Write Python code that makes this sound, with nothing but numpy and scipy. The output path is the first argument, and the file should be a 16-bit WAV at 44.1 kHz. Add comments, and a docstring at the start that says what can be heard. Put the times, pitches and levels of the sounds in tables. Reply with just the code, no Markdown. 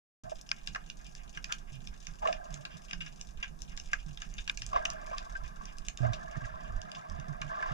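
"""Shrimp snap and crackle round a camera drifting in a waterproof case just under the sea surface.
Each snap is a collapsing cavity, echoed by the surface and the rocks below. Ripples squelch and wavelets
break overhead into clouds of ringing bubbles. Eddies rumble past and air pockets glug against the case,
loudest as it swings to the shallows. Snaps and bubbles are heard through its ringing walls."""
import sys
import numpy as np
from scipy import signal
from scipy.fft import rfft, irfft, next_fast_len
from scipy.io import wavfile
from scipy.ndimage import uniform_filter1d

SR = 44100
rng = np.random.default_rng(int(sys.argv[2]) if len(sys.argv) > 2 else 0)


def inscribe(sig):
    """Save sig as 16-bit PCM at rate SR to the path in sys.argv[1].

    A 1-D sig is mono; a 2-D sig holds one channel per row.
    Samples are clipped to [-1, 1] before scaling.
    """
    pcm = np.round(np.clip(np.atleast_2d(sig).T, -1, 1) * 32767)
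    wavfile.write(sys.argv[1], SR, pcm.astype(np.int16))


N = 340893
TIME_S = np.arange(N) / SR


def gain_of(db):
    return 10 ** (np.asarray(db) / 20)


def unit_rms(x):
    """Scales the channel mean to rms 1."""
    return x / np.sqrt(np.mean(np.atleast_2d(x).mean(0) ** 2) + 1e-20)


def peak_rms(x, samples):
    """Highest running rms of the channel mean."""
    return np.sqrt(uniform_filter1d(x.mean(0) ** 2, samples).max())


def add(mix, start_s, sound):
    """Mixes in a stereo sound."""
    part = mix[:, max(round(start_s * SR), 0):][:, :sound.shape[1]]
    part += sound[:, :part.shape[1]]


def coloured(x, points):
    """Filters by a spectrum of (Hz, dB) points."""
    hz, db = np.transpose(points)
    size = next_fast_len(x.shape[-1] + 512)
    gain = gain_of(np.interp(np.log(np.fft.rfftfreq(size, 1 / SR) + 1), np.log(hz), db))
    return irfft(rfft(x, size) * gain, size)[..., :x.shape[-1]]


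def steadied(x, span_s):
    """Removes slow level swings from stereo noise."""
    power = uniform_filter1d(x.mean(0) ** 2, int(span_s * SR))
    return x / np.sqrt(abs(power) + 0.024 * power.mean())


def band(x, hz, octaves):
    """Causal band-pass."""
    edges_hz = np.clip([hz / 2 ** (octaves / 2), hz * 2 ** (octaves / 2)], 10, SR / 2 - 100)
    return signal.lfilter(*signal.butter(1, edges_hz, "band", fs=SR), x)


def through(x, response):
    """Convolves with a stereo response."""
    return signal.oaconvolve(np.atleast_2d(x), response, axes=1)[:, :x.shape[-1]]


def clicks(per_s, spread_db):
    """Random impulses; spread makes a few large."""
    size = gain_of(spread_db * np.minimum(rng.exponential(1, N), 4))
    return size * rng.choice([-1, 1], N) * (rng.random(N) < per_s / SR)


def drift(span_s):
    """Slow noise of unit spread, clipped at 2."""
    slow = signal.oaconvolve(rng.standard_normal(N), np.hanning(int(span_s * SR)), "same")
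    return np.clip(slow / slow.std(), -2, 2)


def inshore(start_s=5.985, swing_s=0.0065):
    """0 facing open water, 1 once swung to the shallows."""
    return np.clip((TIME_S - start_s) / swing_s, 0, 1)


def case_ring(slant=0):
    """Stereo impulse response of the case. A slanting arrival drives the high modes unevenly."""
    # Each row: mode in Hz, width in Hz, left in dB, right in dB, right lag in radians.
    modes = [(651, 42, -16, 0.5, 2), (701, 71, -39, -0.5, 1.5), (777, 396, -36, -3.5, 2),
             (1052.6, 151, -8.5, 0.5, 2.0), (1354, 298, -1, -26, -17), (1574, 57.5, 4.5, 4.5, -1.5),
             (1669, 98, -37, 7, 2.5), (1812, 69, -15, -0.5, -6), (2470, 254, -3.5, -3.5, -2.5),
             (2837, 156, 5, -2.5, 3.5), (3643, 450, -5, -6, 0), (5114, 230, 3.5, -19, 11),
             (6034, 1060, -2.5, -0.5, 0.07), (6610, 510, -39, -2, -1.5)]
    # Transmission of the plastic. 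Each row: frequency in Hz, gain in dB.
    wall = [(150, -15), (400, 4), (620, 1), (7100, -1), (8500, -5), (11000, -10.5), (14500, -21.5)]
    t = np.arange(1536) / SR
    ring = np.zeros((2, len(t)))
    for hz, width_hz, left_db, right_db, lag_rad in modes:
        swing, shift_rad = slant * rng.standard_normal((2, 2, 1)) * hz / modes[-1][0]
        phase = 2 * np.pi * hz * t - np.array([[0], [lag_rad]]) + shift_rad
        envelope = width_hz * np.exp(swing / 2 - np.pi * width_hz * t)
        ring += envelope * gain_of([[left_db], [right_db]]) * np.sin(phase)
    return coloured(np.pad(ring, ((0, 0), (24, 0))), wall)


def with_echoes(x, delay_s=0.0062, echo_db=-12, echo_decay_s=0.014, tail_db=-14, t60_s=0.15):
    """The rippled surface returns a smeared echo; the rocks scatter a short tail."""
    t = np.arange(SR // 4) / SR
    echo, tail = rng.standard_normal((2, 2, len(t))) * (t > delay_s)
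    echo *= np.exp(-abs(t - delay_s) / echo_decay_s)
    tail *= gain_of(-60 * t / t60_s)
    echo *= gain_of(echo_db) / np.linalg.norm(echo[0])
    tail *= gain_of(tail_db) / np.linalg.norm(tail[0])
    return x + through(x, echo + tail)


def crackle(tick_db=-65, hiss_db=-67, inshore_db=-2.5, smear_s=0.008):
    """Shrimp bed, from several directions: fine ticks nearby, merging to a hiss far off."""
    # Spectra. Each row: frequency in Hz, gain in dB.
    tick_spectrum = [(500, -8), (1200, -10.5), (2500, 2.5), (6000, -1), (14000, 5)]
    hiss_spectrum = [(150, 23.5), (500, 2), (700, 7.5), (1100, 4), (1600, 0.5), (3000, -8.5), (6500, -11.5),
                     (14000, 13)]
    ticks, hiss = np.zeros((2, 2, N))
    t = np.arange(2048) / SR
    for hz in np.geomspace(2200, 8000, 8):
        case = case_ring(slant=1.45)
        push = (t == 0) + 0.12 * rng.standard_normal(len(t)) * np.exp(-t / smear_s)
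        tick = coloured(through(band(push, hz, octaves=4.4), case), tick_spectrum)
        ticks += through(clicks(per_s=6, spread_db=2), tick / np.linalg.norm(tick))
        hiss += through(rng.standard_normal(N), case)
    bed = gain_of(tick_db) * unit_rms(ticks) + gain_of(hiss_db) * unit_rms(coloured(hiss, hiss_spectrum))
    return gain_of(inshore_db * inshore()) * bed


def far_pops(level_db=-69, inshore_db=-6, smear_s=0.014):
    """Distant snaps, dulled and smeared by many paths through the water."""
    out, t = np.zeros((2, N)), np.arange(2048) / SR
    for hz in np.geomspace(1200, 2800, 4):
        pop = band(rng.standard_normal(len(t)) * t * np.exp(-t / smear_s), hz, octaves=0.57)
        out += through(clicks(per_s=3, spread_db=0), through(pop, case_ring(slant=0.51)))
    return gain_of(level_db + inshore_db * inshore()) * unit_rms(out)


def pinpricks(level_db=-83, hz=11500):
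    """Tiny cavities collapse beside the case as crisp ticks."""
    push = signal.unit_impulse(2048)
    for _ in range(3):
        push = band(push, hz, octaves=0.84)
    tick = through(push, case_ring(slant=1))
    return gain_of(level_db) * unit_rms(through(clicks(per_s=14, spread_db=6), tick))


def flow(eddy_db=3.5, burble_db=-60, lumpy_db=3, inshore_db=4, left_db=-9):
    """Eddies press on the case: a deep rumble, and a hollow burble that grows with the flow."""
    # Each row: time in seconds, flow level in dB.
    flow_curve = [(0.24, -53), (2.28, -47.5), (2.87, -60), (2.95, -48), (6.66, -46.5), (6.77, -37.5),
                  (7.02, -103), (7.12, -33.5), (7.16, -48), (7.48, -47.5), (7.6, -67), (7.73, -38)]
    # Spectra. Each row: frequency in Hz, gain in dB.
    rumble_spectrum = [(10, -9.5), (22, -1.5), (32, -0.5), (45, -4.5), (65, -18), (90, -28.5), (400, -80)]
    burble_spectrum = [(50, -2), (90, -31), (145, 1.5), (200, -3), (280, -17.5), (450, -24), (1500, -59)]
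    pan = gain_of([[left_db], [0]])
    eddies = rng.standard_normal(N) + 0.29 * rng.standard_normal((2, N))  # mostly common to both sides
    rumble = steadied(coloured(eddies, rumble_spectrum) * pan, span_s=0.103)
    burble = steadied(coloured(rng.standard_normal((2, N)), burble_spectrum) * pan, span_s=0.24)
    flow_db = np.interp(TIME_S, *np.transpose(flow_curve))
    swirl_db = 0.11 * (flow_db - flow_db.mean()) + inshore_db * inshore() + lumpy_db * drift(0.12)
    rumble_db = flow_db + 0.5 + eddy_db * drift(0.08)
    return rumble * gain_of(rumble_db) + burble * gain_of(burble_db + swirl_db)


def glugs(pitch_sag=0.16, left_db=-16, overtone_db=-22, attack_s=0.0017, slap_s=0.0037):
    """Large air pockets slap, then throb against the right wall, a little out of round."""
    # Each row: start in seconds, length in seconds, pitch in Hz, level in dB.
    pockets = [(.24, 0.053, 117, -46.5), (1.72, 0.1, 132.3, -44), (2.08, 0.075, 158, -50),
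               (2.5, 0.16, 144.2, -45.5), (2.74, 0.04, 159.6, -43.5), (2.93, 0.17, 165.4, -45.5),
               (4.06, 0.088, 149.3, -42), (4.603, 0.13, 106.6, -48), (6.005, 0.13, 118, -25.5),
               (6.367, 0.02, 135, -31), (6.421, 0.051, 120, -38), (6.525, 0.032, 72, -41),
               (6.703, 0.13, 91.2, -43.5), (6.848, 0.047, 151, -45), (6.965, 0.049, 153, -49),
               (7.093, 0.11, 76, -42), (7.188, 0.026, 136, -37), (7.283, 0.063, 143.4, -36),
               (7.41, 0.081, 148, -40), (7.712, 0.11, 132.5, -33.5)]
    out = np.zeros((2, N))
    for start_s, length_s, hz, db in pockets:
        noise = rng.standard_normal(SR // 4)
        age = np.linspace(0, 1, int(length_s * SR))
        phase = 2 * np.pi * np.cumsum(hz * (1 + pitch_sag * (0.5 - age))) / SR
        phase = np.array([phase - 2, phase])  # left wall lags
        churn = unit_rms(band(band(noise, 0.91 * hz, 0.54), 0.55 * hz, 0.49))[:len(age)]
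        throb = np.sqrt(2) * (np.sin(phase) + gain_of(overtone_db) * np.sin(2 * phase)) + 0.33 * churn
        envelope = np.minimum(age * length_s / attack_s, 1) * np.minimum((1 - age) / 0.3, 1)
        slap_age = age * length_s / slap_s
        slap = 0.21 * np.e * slap_age * (2 - slap_age) * np.exp(-slap_age)
        add(out, start_s, gain_of([[db + left_db], [db]]) * (throb * envelope + slap))
    return out


def bubbles(low_hz, high_hz, per_s, cycles, rise=0.014, sizes=14):
    """Bubbles pinch off at random; each rings briefly, rising in pitch."""
    out, t = np.zeros(N), np.arange(2048) / SR
    for hz in np.geomspace(low_hz, high_hz, sizes):
        age = t * hz / cycles
        blip = np.sin(2 * np.pi * hz * t * (1 + rise * age / 2)) * np.exp(-age)
        out += signal.oaconvolve(clicks(per_s / sizes, spread_db=3.5), blip)[:N]
    return unit_rms(out)


def cloud_envelope(crest_s, linger_s, build_s=0.018, burst_s=0.038, linger_db=-11):
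    """A wavelet's bubbles build to the crest, burst, and thin out as they surface."""
    before_s, after_s = np.maximum(crest_s - TIME_S, 0), np.maximum(TIME_S - crest_s, 0)
    lingering = gain_of(linger_db) * np.exp(-after_s / linger_s)
    return np.exp(-before_s / build_s) * np.hypot(np.exp(-after_s / burst_s), lingering)


def bubble_clouds(case, wash_db=(-60, -57.5), swell_db=(6.5, 11), swell_s=7.46, swell_rise_s=0.056):
    """Bubbles and froth under wavelets, and a wash over the rocks that a swell lifts."""
    # Each row: crest in seconds, large bubbles in dB, small bubbles in dB, linger in seconds.
    wavelets = [(0.266, -52.5, -66, 0.11), (2.263, -39.5, -46.5, 0.21), (4.761, -39, -40.5, 0.33),
                (6.053, -42.5, -46.5, 0.3), (6.361, -68, -51, 0.14)]
    # Spectra. Each row: frequency in Hz, gain in dB.
    large_spectrum = [(250, -6), (480, -14), (700, -5.5), (900, -3), (1300, -6.5), (3000, -39)]
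    small_spectrum = [(600, -3.5), (950, 4), (1200, -3), (1750, -0.5), (2400, -12), (4000, -8), (9000, -33)]
    large = bubbles(600, 701.3, per_s=260, cycles=15)
    small = bubbles(1042, 2350, per_s=480, cycles=11.4)
    stay = (1, 1.97)  # pairs are (large, small): small bubbles stay under longer
    swell = np.clip((TIME_S - swell_s) / swell_rise_s, 0, 1)
    out = np.zeros((2, N))
    for size, (blips, spectrum) in enumerate([(large, large_spectrum), (small, small_spectrum)]):
        froth = 1.46 * unit_rms(clicks(per_s=1500, spread_db=3))
        swarm = steadied(through(coloured(blips + froth, spectrum), case), span_s=0.079)
        breaking = [gain_of(levels_db[size]) * cloud_envelope(crest_s, stay[size] * linger_s)
                    for crest_s, *levels_db, linger_s in wavelets]
        wash = gain_of(wash_db[size] + swell_db[size] * swell) * inshore()
        out += swarm * np.linalg.norm(breaking + [wash], axis=0)
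    return out


def gulps(case, rise=0.028):
    """Single bubbles ring in a puff of froth, rising in pitch as they near the surface."""
    # Each row: start in seconds, level in dB, pitch in Hz, length in seconds.
    single_bubbles = [(0.316, -43.5, 638, 0.016), (0.514, -32, 5000, 0.0024), (0.5145, -32, 2250, 0.0029),
                      (1.489, -46.5, 1440, 0.062), (2.218, -44.5, 833, 0.043), (2.252, -37, 1110, 0.018),
                      (2.261, -45.5, 520, 0.02), (2.278, -34.5, 667, 0.035), (3.931, -34, 1510, 0.006),
                      (4.496, -33, 3700, 0.0021), (4.496, -32, 2520, 0.0051), (4.729, -39.5, 1092, 0.015),
                      (4.758, -34, 1086, 0.014), (4.759, -40.5, 600, 0.015), (4.8528, -32, 2610, 0.0077),
                      (5.097, -59, 2350, .03), (5.111, -47, 667, 0.02), (5.128, -45.5, 1077, 0.026),
                      (5.35, -40, 1564, 0.018), (5.606, -53.5, 1130, 0.024), (6.029, -41, 624, 0.04),
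                      (6.325, -61, 2150, 0.054), (6.402, -49.5, 1644, 0.037), (6.437, -54.5, 1916, 0.031),
                      (6.442, -47, 1642, 0.02), (7.623, -37, 1574, 0.013)]
    out, t = np.zeros((2, N)), np.arange(SR // 8) / SR
    for start_s, db, hz, length_s in single_bubbles:
        age = t / length_s
        pitch_hz = hz * (1 + rise * (np.minimum(age, 2) - 0.5))
        tone = np.sin(2 * np.pi * np.cumsum(pitch_hz) / SR)
        froth = unit_rms(band(rng.standard_normal(len(t)), hz, octaves=0.19))
        gulp = through((0.5 * tone + 0.35 * froth) * age * np.exp(-4 * age), case)
        add(out, start_s, gain_of(db) * gulp / peak_rms(gulp, 512))
    return out


def snaps(edge_hz=14000, scatter_cycles=6):
    """Nearest shrimp: a cavity collapses, giving a pulse and a few cycles of scatter."""
    # Each row: time in seconds, level in dB, crack centre in Hz.
    collapses = [(0.413, -44, 6000), (0.491, -41, 4500), (0.5149, -37, 1720), (0.6734, -35, 3400),
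                 (0.7482, -40, 1760), (0.9, -39, 3500), (1.151, -44.5, 5740), (1.3733, -42, 1800),
                 (1.443, -35.5, 3140), (1.5235, -29.5, 3570), (1.873, -43, 3780), (2.069, -42, 3000),
                 (2.2736, -34, 2140), (2.3277, -35, 2630), (2.542, -38, 5530), (2.652, -42, 2400),
                 (2.91, -41, 2700), (2.9316, -37.5, 2660), (3.2127, -42, 6040), (3.6194, -41, 6100),
                 (3.7752, -43, 2780), (3.799, -41.5, 6000), (3.9319, -30.5, 1520), (4.1737, -43, 3140),
                 (4.2192, -41, 3260), (4.34, -44, 9500), (4.477, -38, 2860), (4.496, -40.5, 1660),
                 (4.574, -36.5, 3140), (4.6196, -39, 2720), (4.6645, -37, 6640), (4.8525, -29.5, 2400),
                 (4.902, -38, 4750), (5.182, -35, 3000), (5.655, -45, 5700), (5.784, -46, 5600),
                 (5.8845, -35, 3780), (5.974, -39, 5400), (6.8169, -46, 5400), (6.9169, -45.5, 4500),
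                 (7.099, -46, 6350), (7.1995, -49, 4770), (7.416, -41, 3580)]
    out, t = np.zeros((2, N)), np.arange(2048) / SR
    highpass = signal.butter(2, 800, "high", fs=SR)  # so small a cavity radiates no bass
    edge = band(band(signal.unit_impulse(len(t)), edge_hz, 0.89), edge_hz, 0.91)
    for (at_s, db, hz), noise in zip(collapses, rng.standard_normal((len(collapses), len(t)))):
        push = (t == 0) + 1.1 * noise * np.exp(-t * hz / scatter_cycles)
        crack = band(signal.lfilter(*highpass, push), hz, octaves=1)
        edge_gain = gain_of(16) * hz / edge_hz * np.linalg.norm(crack)  # high snaps are crisper
        snap = through(crack + edge_gain * edge, case_ring(slant=0.98))
        add(out, at_s - 0.0006, gain_of(db) * snap / peak_rms(snap, 128))
    return out


def squelches(rise_s=0.00085):
    """Drops and ripples each pinch off a ragged clump of tiny bubbles."""
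    # Each row: time in seconds, level in dB, pitch in Hz, decay in seconds.
    ripples = [(0.7581, -37, 1290, 0.0022), (3.004, -42.5, 2530, 0.019), (3.059, -48.5, 2700, 0.015),
               (3.427, -39.5, 2310, 0.011), (4.219, -48, 2280, 0.012), (4.381, -42, 2900, 0.0092),
               (6.132, -41, 3220, 0.0063), (6.948, -46.5, 2930, 0.0088), (7.417, -40, 1540, 0.0062)]
    out, t = np.zeros((2, N)), np.arange(SR // 8) / SR
    for at_s, db, hz, decay_s in ripples:
        envelope = (1 - np.exp(-t / rise_s)) * np.exp(-t / decay_s)
        pops = clicks(per_s=2500, spread_db=3)[:len(t)] * envelope
        clump = through(band(band(pops, hz, octaves=1), hz, octaves=2), case_ring(slant=0.92))
        add(out, at_s - 0.0006, gain_of(db) * clump / peak_rms(clump, 256))
    return out


def scene():
    """All sources at the two microphones."""
    case = case_ring()
    echoing = with_echoes(snaps() + squelches() + crackle() + far_pops())
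    return echoing + pinpricks() + bubble_clouds(case) + gulps(case) + glugs() + flow()


def record(dry, start_s=0.235, fade_s=0.0012, cutoff_hz=15300):
    """Opens after a brief silence; low-passes."""
    opened = dry * np.clip((TIME_S - start_s) / fade_s, 0, 1)
    lowpass = signal.firwin(255, cutoff_hz, window=("kaiser", 8), fs=SR)
    return signal.oaconvolve(opened, lowpass[None], "same")


dry = scene()
out = record(dry)
inscribe(out)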